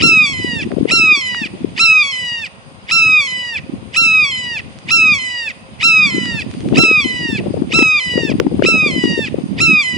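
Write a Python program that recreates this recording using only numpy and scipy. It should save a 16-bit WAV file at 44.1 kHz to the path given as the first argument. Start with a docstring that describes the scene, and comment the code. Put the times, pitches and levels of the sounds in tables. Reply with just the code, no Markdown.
"""A hawk overhead screams eleven times: a quick upward whoop, a loud falling note, a break to a softer low
note. Each scream is a sum of twelve partials on one gliding pitch, roughened by breath and echoed by foliage.
Gusts buffet the two ports of a hand-held recorder, the left harder, as band-limited noise and short swings. The
recorder's case ticks (filtered impulses), and a brief buzz sounds once (odd partials). Leaves and far traffic
hiss behind (bands of noise), with a faint narrow hum."""
import sys
import numpy as np
from scipy import signal
from scipy.io import wavfile

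SR = 44100
rng = np.random.default_rng(int(sys.argv[2]) if len(sys.argv) > 2 else 0)


def log_audio(samples):
    """Write samples as a 16-bit WAV file to the path given in sys.argv[1]."""
    # one column per channel
    frames = np.atleast_2d(samples).T
    # limit to full scale, then quantise
    limited = np.clip(frames, -1, 1)
    pcm = np.round(limited * 32767).astype(np.int16)
    wavfile.write(sys.argv[1], SR, pcm)


N = 439677  # samples, just under ten seconds

# Far background spectrum. Each row: frequency in Hz, relative density in dB per Hz.
AIR_SPECTRUM = [(24, -38), (40, -6), (233, -16.5), (419, -23.5), (461, -10.5), (869, -10), (1240, -13),
                (4830, -35.5), (7210, -58.5), (9110, -24.5), (11000, -71.5), (14300, -92), (22000, -120)]
# Correlation of the background at the ports. Each row: frequency in Hz, likeness (later held within -1 to 1).
PORT_LIKENESS = [(60, -0.54), (220, 1), (820, 0.36), (3050, -2.3), (11300, 0.14)]
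# Rustle of the leaves. Each row: time in seconds, level of the hiss in dB.
RUSTLE_LEVEL = [(0, -53), (.75, -55.5), (1.6, -56.5), (2.7, -60), (3.8, -58.5), (4.75, -57.5), (5.7, -59),
                (6.6, -53.5), (7.55, -55.5), (8.5, -55.5), (9.0, -53.5), (9.45, -57), (9.97, -54)]
# Resonant bands of the rustle. Each row: centre in Hz, width in Hz, relative level in dB.
RUSTLE_BANDS = [(2800, 1600, 9.5), (4770, 510, 2.5), (5800, 1100, -3), (9060, 1000, 2.5)]
AIR_DB = -44.5  # rms over both ports
RUSTLE_FLICKER_DB = 1.5  # rms of each band's level
RUSTLE_TOP_HZ = 10200
HUM_HZ, HUM_DB = 533.6, -53

# Ticks of the case. Each row: time in seconds, level in dB, left minus right in dB, upper edge in Hz.
CASE_TICKS = [(0.7175, -22.5, -15, 2180), (1.3467, -14, -9, 2420), (4.788, -24.5, -8, 6000),
              (6.1559, -20, 0, 5150), (6.2565, -15, -14, 4000), (6.5133, -24, 1, 4740),
              (6.54, -24, -8, 3500), (6.606, -24, -6, 4800), (6.6879, -22.5, -5, 3500),
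              (8.3998, 5, -28, 3404), (9.0384, -21, 50, 3500)]
# Envelope of the buzz. Each row: time in seconds, level in dB.
BUZZ_LEVEL = [(5.93, -82), (5.98, -32.5), (6.38, -37), (6.42, -75.5)]
# Odd partials of the buzz. Each row: multiple of the fundamental, relative level in dB.
BUZZ_PARTIALS = [(1, 1), (3, -32.5), (5, -16.5), (7, -13), (9, -16.5)]
BUZZ_HZ, BUZZ_PAN_DB = 196, 3.0

# Wind drive. Each row: time in seconds, mean gust at the left port in dB, at the right port in dB.
GUSTS = [(0, -14, -20), (.2, -36.5, -28.5), (.45, -29, -27), (.85, -19, -26), (1.1, -28, -34),
         (1.27, -37.5, -47), (1.5, -30, -30), (1.78, -30.5, -35.5), (2.1, -66, -52.5), (2.85, -53, -55),
         (3.05, -31, -30.5), (3.25, -49, -58), (3.55, -61, -48), (3.73, -24, -20.5), (3.88, -41.5, -70),
         (4.02, -43, -20), (4.3, -34, -53), (4.75, -37.5, -38), (5.1, -34, -31), (5.27, -50, -61),
         (5.75, -44, -40.5), (6, -27.5, -25), (6.55, -25, -25.5), (6.78, -16.5, -17), (7, -28, -38),
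         (7.25, -27, -28.5), (7.4, -17.5, -21.5), (7.85, -22, -31.5), (8, -45.5, -43), (8.13, -19, -27),
         (8.55, -15, -17.5), (8.85, -23.5, -23), (9.1, -18.5, -22), (9.25, -30, -29), (9.4, -22.5, -22.5),
         (9.74, -26.5, -22), (9.86, -74, -45), (9.97, -26, -19)]
# Placed buffets. Each row: centre in seconds, envelope peak in dB, frequency in Hz, port (0 left, 1 right).
PLACED_BUFFETS = [(0.025, -8, 298, 0), (.038, -3, 339, 0), (.056, -5.5, 323, 0), (0.447, -4, 314, 0),
                  (0.771, -5, 263, 0), (.785, -2, 423, 0), (.812, 0, 300, 0), (0.83, 0, 233, 0),
                  (0.856, 1.5, 377, 0), (.937, -4.5, 320, 0), (1.039, -9.5, 286, 0), (1.419, -9, 235, 0),
                  (1.647, 0.5, 320, 0), (3.697, -10, 273, 1), (5.122, -9.5, 206, 0), (6.149, -4, 259, 0),
                  (6.183, -2, 330, 0), (6.676, -8, 237, 0), (6.727, 2.8, 275, 0), (6.766, -3.5, 318, 0),
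                  (6.769, -6, 243, 1), (6.837, -2.5, 320, 0), (6.851, -8, 373, 0), (6.914, -0.5, 383, 0),
                  (7.06, -4.5, 280, 0), (7.331, -3, 246, 0), (7.508, -5, 292, 0), (7.543, -2.5, 484, 0),
                  (7.622, 1.5, 288, 0), (7.791, 4, 330, 0), (7.826, 5.5, 280, 0), (8.179, 3.5, 418, 0),
                  (8.203, -19, 339, 0), (8.235, -4, 366, 0), (8.403, 5, 414, 0), (8.415, -5, 370, 0),
                  (8.468, 4.5, 270, 0), (8.479, -6, 269, 0), (8.523, -5, 390, 0), (8.595, 0.5, 293, 0),
                  (8.624, 7.5, 520, 0), (8.644, 0.5, 324, 1), (8.651, 3, 383, 0), (8.687, 0, 446, 0),
                  (8.7, -9, 309, 0), (8.744, -4.5, 233, 1), (8.864, -2, 377, 0), (9.04, 3, 330, 0),
                  (9.057, 1.3, 292, 0), (9.179, -2, 352, 0), (9.193, -1, 420, 0), (9.345, -1, 440, 0),
                  (9.387, -2, 294, 0), (9.44, -5, 222, 1), (9.683, -5.5, 237, 1), (9.698, -3.5, 280, 1),
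                  (9.711, -4, 289, 1), (9.737, -5.5, 233, 1)]
GUST_WANDER_DB = 3.87  # rms, independent at each port
LUMPY_DB, RUMBLE_RISE = 11.0, .58  # bound of the eddies' level in dB; exponent tilting the rumble with gust
PORT_TOP_HZ = (528, 330)  # the left port's rumble reaches higher
PORT_DEEP_DB, PORT_HIGH_DB = (-2, -2), -1  # shares of the deep and of the higher rumble
# lesser buffets: mean rate per port, level over the gust, a quarter of the full range, mid frequency per port
SMALL_PER_S, SMALL_OVER_DB, SMALL_SPREAD_DB, SMALL_HZ = 22, 9.5, 4, (287, 214.3)
BUFFET_CYCLES = .8  # half-width of the Gaussian envelope at 1/e

CROWN_DB, CROWN_GAP_S = -21, .012  # echo gain before the treble loss; delay
CROWN_T60_S, CROWN_CUT_HZ = .93, 8000  # scatter from leaves and boughs; the foliage returns less treble

# Pitch landmarks. Each row: top of the whoop in seconds, crest in Hz, slip in seconds, pitch before it in Hz,
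# break in seconds, start of the low note in Hz, its middle in Hz, pitch before the droop in Hz, end in seconds.
SCREAMS = [(.031, 1369, .253, 1189, .332, 1035, 975, 907, .621),
           (.919, 1372, 1.150, 1192, 1.213, 1036, 972, 925, 1.454),
           (1.803, 1354, 2.025, 1195, 2.121, 1030, 958, 914, 2.455),
           (2.921, 1356, 3.204, 1192, 3.271, 1020, 983, 926, 3.574),
           (3.971, 1362, 4.242, 1200, 4.313, 1036, 978, 928, 4.584),
           (4.916, 1361, 5.135, 1196, 5.186, 1033, 973, 908, 5.496),
           (5.838, 1353, 6.060, 1190, 6.104, 1034, 977, 894, 6.409),
           (6.780, 1354, 7.002, 1197, 7.042, 1027, 970, 884, 7.378),
           (7.745, 1340, 7.987, 1184, 8.000, 1022, 968, 895, 8.306),
           (8.667, 1345, 8.873, 1188, 8.909, 1038, 952, 900, 9.264),
           (9.613, 1356, 9.810, 1186, 9.834, 1032, 973, 900, 10.104), ]
# Departures of each scream. Each row: effort at the crest in dB, at the knee in dB, early in the low note in dB,
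# late in it in dB, throat's lift in the high note in dB, in the low note in dB.
MOODS = [(2.5, -0.5, -6.5, 0.5, 0, -0.5), (1.5, 0.5, -4.5, 1, -1, -1.5), (2.5, 1, -6, -1.5, -1, -1),
         (0.5, 0, -5.5, -0.5, 0, -1), (0, -1, -4.5, 0, 0.5, -2), (1, 0.5, -6, -0.5, 0, -0.5),
         (1.5, 0, -5.5, 0, 0.5, -0.5), (1.5, -1, -6, 0, 0, 0), (0, -1, -5.5, 0.5, -1, -1),
         (-0.5, -3.5, -6.5, 1.5, 0, -0.5), (-0.5, -2.5, -5, -4, 1.5, 1)]
# Rising lead-in. Each row: seconds from the top, pitch in Hz, effort before the mood in dB,
# throat's lift before the mood in dB.
WHOOP = [(-.050, 641, -38, -1.5), (-.035, 700, -22, -13), (-.028, 740, -12, -5.5), (-.021, 903, -8, -5.5),
         (-.011, 1040, -4, -5), (-.009, 1246, 4, -9)]
# Last fall. Each row: seconds from the end, pitch in Hz.
DROOP = [(-.015, 855), (0, 782), (.012, 665)]
# Throat, beak and path to the left port. Each row: frequency in Hz, gain of a partial in dB.
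LEFT_PORT_GAIN = [(750, -70.5), (900, -29), (1050, -40.5), (1250, -31.5), (1500, -41), (1800, -23),
                  (1950, -17), (2500, -9), (2700, -15), (2850, -9), (3200, -25), (3500, -19.5), (3850, -28),
                  (4400, -27.5), (4800, -24), (5700, -42.5), (7100, -34), (7400, -38.5), (8100, -38.5),
                  (8600, -47.5), (10000, -43), (11000, -55)]
# The same to the right port. Each row: frequency in Hz, gain of a partial in dB.
RIGHT_PORT_GAIN = [(750, -48), (900, -31), (1050, -33), (1250, -29.5), (1500, -38), (1900, -7),
                   (2200, -12.5), (2500, -8), (3250, -24.5), (3600, -18), (3850, -38.5), (4050, -25),
                   (4400, -41), (4750, -16), (5100, -36), (5300, -23), (6300, -44.5), (7100, -47),
                   (7600, -47), (8050, -47), (8400, -54), (9200, -71), (10000, -98), (11000, -72)]
# Phase lead of the left port over the right. Each row: frequency in Hz, lead in radians.
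LEFT_LEADS = [(1300, -.3), (1850, 0), (2000, 2.4), (2200, 2.2), (2300, .8), (2550, .1), (2700, -2.6),
              (2850, -.2), (3150, .1), (3250, -1), (3700, 0), (4000, -.8), (5000, .4), (5150, -1),
              (6200, 1), (7500, 0), (8300, -.6), (9600, .5), (10000, -1.5)]
TOP_UNDER_HZ, CREST_S = 24, .022  # the whoop tops out flat and reaches the crest soon after
KNEE_S, KNEE_OVER_HZ = .05, 56  # knee of the high note, ahead of the slip and above its pitch
SLIP_S, SLIPPED_HZ, BREAK_S, BREAK_HZ = .010, 1138, .002, 1083  # a short shelf sags to the break
SETTLE_S, DROOP_S = .06, .045  # after the break; before the end
SAG_UNDER_HZ, BOW_OVER_HZ = 7, 9  # the high note hangs under a straight line, the low note bows over one
DYING_S, DYING_DB, DYING_PITCH = .012, -12, .92  # last step of the fall; pitch as a ratio

# Push before the mood: effort in dB, throat's lift of the second partial in dB, brightness in dB per octave.
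AT_TOP, AT_CREST = (10.2, -7, .23), (12.2, -6.5, -2.5)
AT_HALF_SAG, AT_KNEE = (7, -2.9, -1.5), (3.44, .41, -2.9)
AT_SLIP, AT_SHELF, AT_BREAK = (4.15, -1.4, -2.3), (5.4, -6, -.3), (1, -4, .33)
AT_SETTLED, AT_MIDDLE, AT_DROOP = (-2, 1.9, 3), (-5, -3.3, .19), (-12, 2.8, .5)
AT_FALL = [(-8.5, 2.5, -1.5), (-13, .85, -.82), (-14, 2, -2)]
PARTIALS, BRIGHT_PIVOT_HZ = 12, 2500
WAVER, SHIMMER_DB = .0016, .8  # rms: pitch as a ratio; level of the first partial
THROAT_WOBBLE_DB, BRIGHT_WOBBLE_DB = .6, .7  # rms of the slow unsteadiness of colour
SWELL_DB, SWELLS_PER_S = 1.4, 8  # rms and corner rate: upper partials swell and fade one by one
# breath roughness of the first partial
HOARSE_DB, WHOOP_HOARSE_DB, DYING_HOARSE_DB, BREAK_HOARSE_DB = -47, -21, -29, -31
HOARSE_GROWTH, CRACK_S = 2.13, .012  # exponent over partial number; half-length of the crack

CUTOFF_HZ = 11886


def from_db(db):
    """Level to amplitude: twenty decibels are a factor of ten."""
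    return 10 ** (np.asarray(db) / 20)


def rms_one(x):
    """Normalisation to unit root-mean-square amplitude."""
    return x / np.sqrt(np.mean(x ** 2) + 1e-20)


def in_time(rows):
    """Linear interpolation of a table's columns at every sample."""
    s, *columns = np.transpose(rows)
    return [np.interp(np.arange(N) / SR, s, c) for c in columns]


def at_hz(points, hz):
    """A spectrum interpolated on a logarithmic frequency axis."""
    where, value = np.transpose(points)
    return np.interp(np.log(hz), np.log(where), value)


def drift(rate):
    """Random modulation of unit rms: white noise through a double pole at the given rate in Hz."""
    r = np.exp(-2 * np.pi * rate / SR)
    noise = rng.standard_normal(N + SR)
    return rms_one(signal.lfilter([1], [1, -2 * r, r * r], noise)[SR:])  # the filter settles for a second


def band(x, low_hz, high_hz):
    """Band-pass filtering, maximally flat in the pass band."""
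    return signal.sosfilt(signal.butter(2, [low_hz, high_hz], "band", fs=SR, output="sos"), x)


def sides(pan_db):
    """Stereo gains by level difference, with the mean of the two powers held constant."""
    left = from_db(pan_db)
    return np.array([left, np.ones_like(left)]) * 2 / np.sqrt(1 + left ** 2)


def hum():
    """Narrow-band noise is heard as a single wavering tone."""
    return from_db(HUM_DB) * rms_one(band(rng.standard_normal(N), HUM_HZ - 12, HUM_HZ + 12))


def air():
    """Far traffic and breeze: half-octave noise whose mid and side shares set the correlation of the ports."""
    edges = 35 * 2 ** np.arange(0, 8.6, .5)
    white = rng.standard_normal((2, 2, N))  # neighbouring bands take unrelated noise
    out = np.zeros((2, N))
    for k, (low_hz, high_hz) in enumerate(zip(edges, edges[1:])):
        mid, side = band(white[k % 2], low_hz, high_hz)
        hz = np.sqrt(low_hz * high_hz)
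        alike = np.clip(at_hz(PORT_LIKENESS, hz), -1, 1)
        common = np.sqrt(1 + alike) * mid
        opposed = np.sqrt(1 - alike) * side * [[1], [-1]]
        out += from_db(at_hz(AIR_SPECTRUM, hz)) * (common + opposed)
    return from_db(AIR_DB) * rms_one(out)


def leaves():
    """Many small impacts merge into noise, gathered in a few flickering bands; the hiss is cut above about 10
    kHz."""
    white = rng.standard_normal((2, N))
    hiss = np.zeros((2, N))
    for hz, width_hz, level_db in RUSTLE_BANDS:
        flicker = from_db(level_db + RUSTLE_FLICKER_DB * drift(11))
        hiss += flicker * rms_one(band(white, hz - width_hz / 2, hz + width_hz / 2))
    rustle = from_db(in_time(RUSTLE_LEVEL)[0]) * hiss
    return signal.sosfilt(signal.butter(10, RUSTLE_TOP_HZ, fs=SR, output="sos"), rustle)


def case():
    """Plastic gives dry band-limited impulses; a brief buzz sounds as a harmonic series of odd orders."""
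    out = np.zeros((2, N + 400))
    for s, level_db, pan_db, edge_hz in CASE_TICKS:
        tick = band(signal.unit_impulse(400), 960, edge_hz)
        start = round(s * SR)
        out[:, start:start + 400] += from_db(level_db) * sides(pan_db)[:, None] * tick / tick.max()
    turn = 2 * np.pi * BUZZ_HZ * np.arange(N) / SR
    buzz = sum(from_db(level_db) * np.sin(k * turn) for k, level_db in BUZZ_PARTIALS)
    return out[:, :N] + from_db(in_time(BUZZ_LEVEL)[0]) * buzz * sides(BUZZ_PAN_DB)[:, None]


def gust_db():
    """Slowly varying wind strength at the left and the right port."""
    return np.array(in_time(GUSTS))


def wind():
    """Turbulence: unrelated noise at each port, its spectrum tilting upward as the gust strengthens."""
    gusts = from_db(gust_db() + GUST_WANDER_DB * np.array([drift(10), drift(12)]))
    out = []
    for top_hz, deep_db, gust in zip(PORT_TOP_HZ, PORT_DEEP_DB, gusts):
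        lumps = from_db(LUMPY_DB * np.tanh([drift(25), drift(45)]))
        eddies = rng.standard_normal((2, N)) * lumps
        low = rms_one(band(eddies[0], 75, 219))
        high = rms_one(band(band(eddies[1], 140, top_hz), 110, 1.39 * top_hz))
        deep_rumble = from_db(deep_db) * low * (gust / .038) ** -RUMBLE_RISE
        high_rumble = from_db(PORT_HIGH_DB) * high * (gust / .27) ** RUMBLE_RISE
        out.append(gust * (deep_rumble + high_rumble))
    return np.array(out)


def small_buffets():
    """Lesser buffets at random times on either port, their level following the gust of the moment."""
    draws, gust = rng.random((800, 5)), gust_db()
    chosen = draws[draws[:, 1] < 2 * SMALL_PER_S * N / SR / len(draws)]
    rows = []
    for when, _, side, size, tone in chosen:
        port = int(side > .5)
        peak_db = gust[port, int(when * N)] + SMALL_OVER_DB + SMALL_SPREAD_DB * (4 * size - 2)
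        rows.append((when * N / SR, peak_db, SMALL_HZ[port] * 1.27 ** (tone - .5), port))
    return rows


def buffets():
    """A pressure pulse at one port: a brief sinusoid under a symmetric Gaussian envelope."""
    out, t = np.zeros((2, N + 2000)), np.arange(-1000, 1000) / SR
    for s, peak_db, hz, port in PLACED_BUFFETS + small_buffets():
        phase = rng.uniform(0, 2 * np.pi)
        shape = np.exp(-(t * hz / BUFFET_CYCLES) ** 2) * np.sin(2 * np.pi * hz * t + phase)
        start = round(s * SR)
        out[int(port > .5), start:start + 2000] += from_db(peak_db) * shape
    return out[:, 1000:N + 1000]


def crown(x):
    """Diffuse scattering: convolution with decaying noise, unrelated at the two ports, for the foliage."""
    t = np.arange(SR) / SR
    echoes = rng.standard_normal((2, SR)) * from_db(-60 * t / CROWN_T60_S) * (t > CROWN_GAP_S)
    echoes /= np.sqrt(np.sum(echoes ** 2, axis=1, keepdims=True))
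    dull = signal.sosfilt(signal.butter(1, CROWN_CUT_HZ, fs=SR, output="sos"), echoes)
    return from_db(CROWN_DB) * signal.fftconvolve(x, dull, axes=1)[:, :N]


def scream(top, crest_hz, slip, slip_hz, snap, low_hz, middle_hz, droop_hz, end, mood):
    """Piecewise-linear control of the voice: whoop, crest, sag, slip, break, low note, droop and fall.
    Each row: time in seconds, pitch in Hz, effort in dB, throat's lift in dB, brightness in dB per octave."""
    crest, knee, middle = top + CREST_S, slip - KNEE_S, (snap + end) / 2
    settled, droop = snap + SETTLE_S, end - DROOP_S
    knee_hz = slip_hz + KNEE_OVER_HZ
    settled_hz = np.interp(settled, [snap, middle], [low_hz, middle_hz])
    half_droop = np.mean([AT_MIDDLE, AT_DROOP], axis=0)
    rows = [(top + s, hz, db, lift_db, 0) for s, hz, db, lift_db in WHOOP]
    rows += [(top, crest_hz - TOP_UNDER_HZ, *AT_TOP),
             (crest, crest_hz, *AT_CREST),
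             ((crest + knee) / 2, (crest_hz + knee_hz) / 2 - SAG_UNDER_HZ, *AT_HALF_SAG),
             (knee, knee_hz, *AT_KNEE),
             (slip, slip_hz, *AT_SLIP),
             (slip + SLIP_S, SLIPPED_HZ, *AT_SHELF),
             (snap - BREAK_S, BREAK_HZ, *AT_BREAK),
             (snap + BREAK_S, low_hz, *AT_BREAK),
             (settled, settled_hz, *AT_SETTLED),
             (middle, middle_hz, *AT_MIDDLE),
             ((middle + droop) / 2, (middle_hz + droop_hz) / 2 + BOW_OVER_HZ, *half_droop),
             (droop, droop_hz, *AT_DROOP)]
    rows += [(end + s, hz, *push) for (s, hz), push in zip(DROOP, AT_FALL)]
    last, last_hz, last_db = rows[-1][:3]
    rows = np.array(rows + [(last + DYING_S, last_hz * DYING_PITCH, last_db + DYING_DB, 0, 0)])
    rows[:, 2] += np.interp(rows[:, 0], [crest, knee, settled, droop], mood[:4])
    rows[:, 3] += np.where(rows[:, 0] < snap, mood[4], mood[5])
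    quiet_before = (top - .075, rows[0, 1], -90, 0, 0)
    quiet_after = (last + 1.6 * DYING_S, rows[-1, 1], -90, 0, 0)
    return [quiet_before, *map(tuple, rows), quiet_after]


def breath_roughness():
    """Turbulent breath, strongest in the whoop, at the crack of the break and in the dying end."""
    rows = []
    for top, _, _, _, snap, *_, end in SCREAMS:
        rows += [(top - .02, WHOOP_HOARSE_DB), (top + .02, HOARSE_DB)]
        rows += [(snap - CRACK_S, HOARSE_DB), (snap, BREAK_HOARSE_DB), (snap + CRACK_S, HOARSE_DB)]
        rows += [(end - .03, HOARSE_DB), (end + .01, DYING_HOARSE_DB)]
    return from_db(in_time(sorted(rows))[0])


def hawk():
    """Additive synthesis: harmonic partials shaped by throat, beak and path, each modulated by breath noise."""
    turns = [turn for row, mood in zip(SCREAMS, MOODS) for turn in scream(*row, mood)]
    pitch, effort_db, throat_db, bright = in_time(sorted(turns))
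    pitch = pitch * (1 + WAVER * drift(60))
    throat_db = throat_db + THROAT_WOBBLE_DB * drift(20)
    bright = bright + BRIGHT_WOBBLE_DB * drift(15)
    phase = 2 * np.pi * np.cumsum(pitch) / SR
    breath = breath_roughness()
    out = np.zeros((2, N))
    for k in range(1, PARTIALS + 1):
        hz = k * pitch
        level_db = effort_db + throat_db * (k == 2) + bright * np.log2(hz / BRIGHT_PIVOT_HZ)
        level_db = level_db + SHIMMER_DB * np.sqrt(k) * drift(48)  # high partials flicker most
        level_db = level_db + SWELL_DB * (k > 2) * drift(SWELLS_PER_S)
        roughness = np.minimum(breath * k ** HOARSE_GROWTH, 1) * drift(270)
        swing = from_db(level_db) * (1 + roughness)
        left_phase = k * phase + at_hz(LEFT_LEADS, hz)
        out[0] += swing * from_db(at_hz(LEFT_PORT_GAIN, hz)) * np.sin(left_phase)
        out[1] += swing * from_db(at_hz(RIGHT_PORT_GAIN, hz)) * np.sin(k * phase)
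    return out


def scene():
    """Superposition: the sound pressures of all sources add."""
    background = hum() + air() + leaves()
    handling = case() + wind() + buffets()
    bird = hawk()
    return background + handling + crown(bird) + bird


def record(dry):
    """Band limiting and overload: the deepest bass is filtered off, the peaks clip, then the top is cut."""
    heard = signal.sosfilt(signal.butter(3, 50, "high", fs=SR, output="sos"), dry)
    clipped = np.clip(heard, -1, 1)
    return signal.sosfilt(signal.cheby2(12, 70, CUTOFF_HZ, fs=SR, output="sos"), clipped)


dry = scene()
out = record(dry)
log_audio(out)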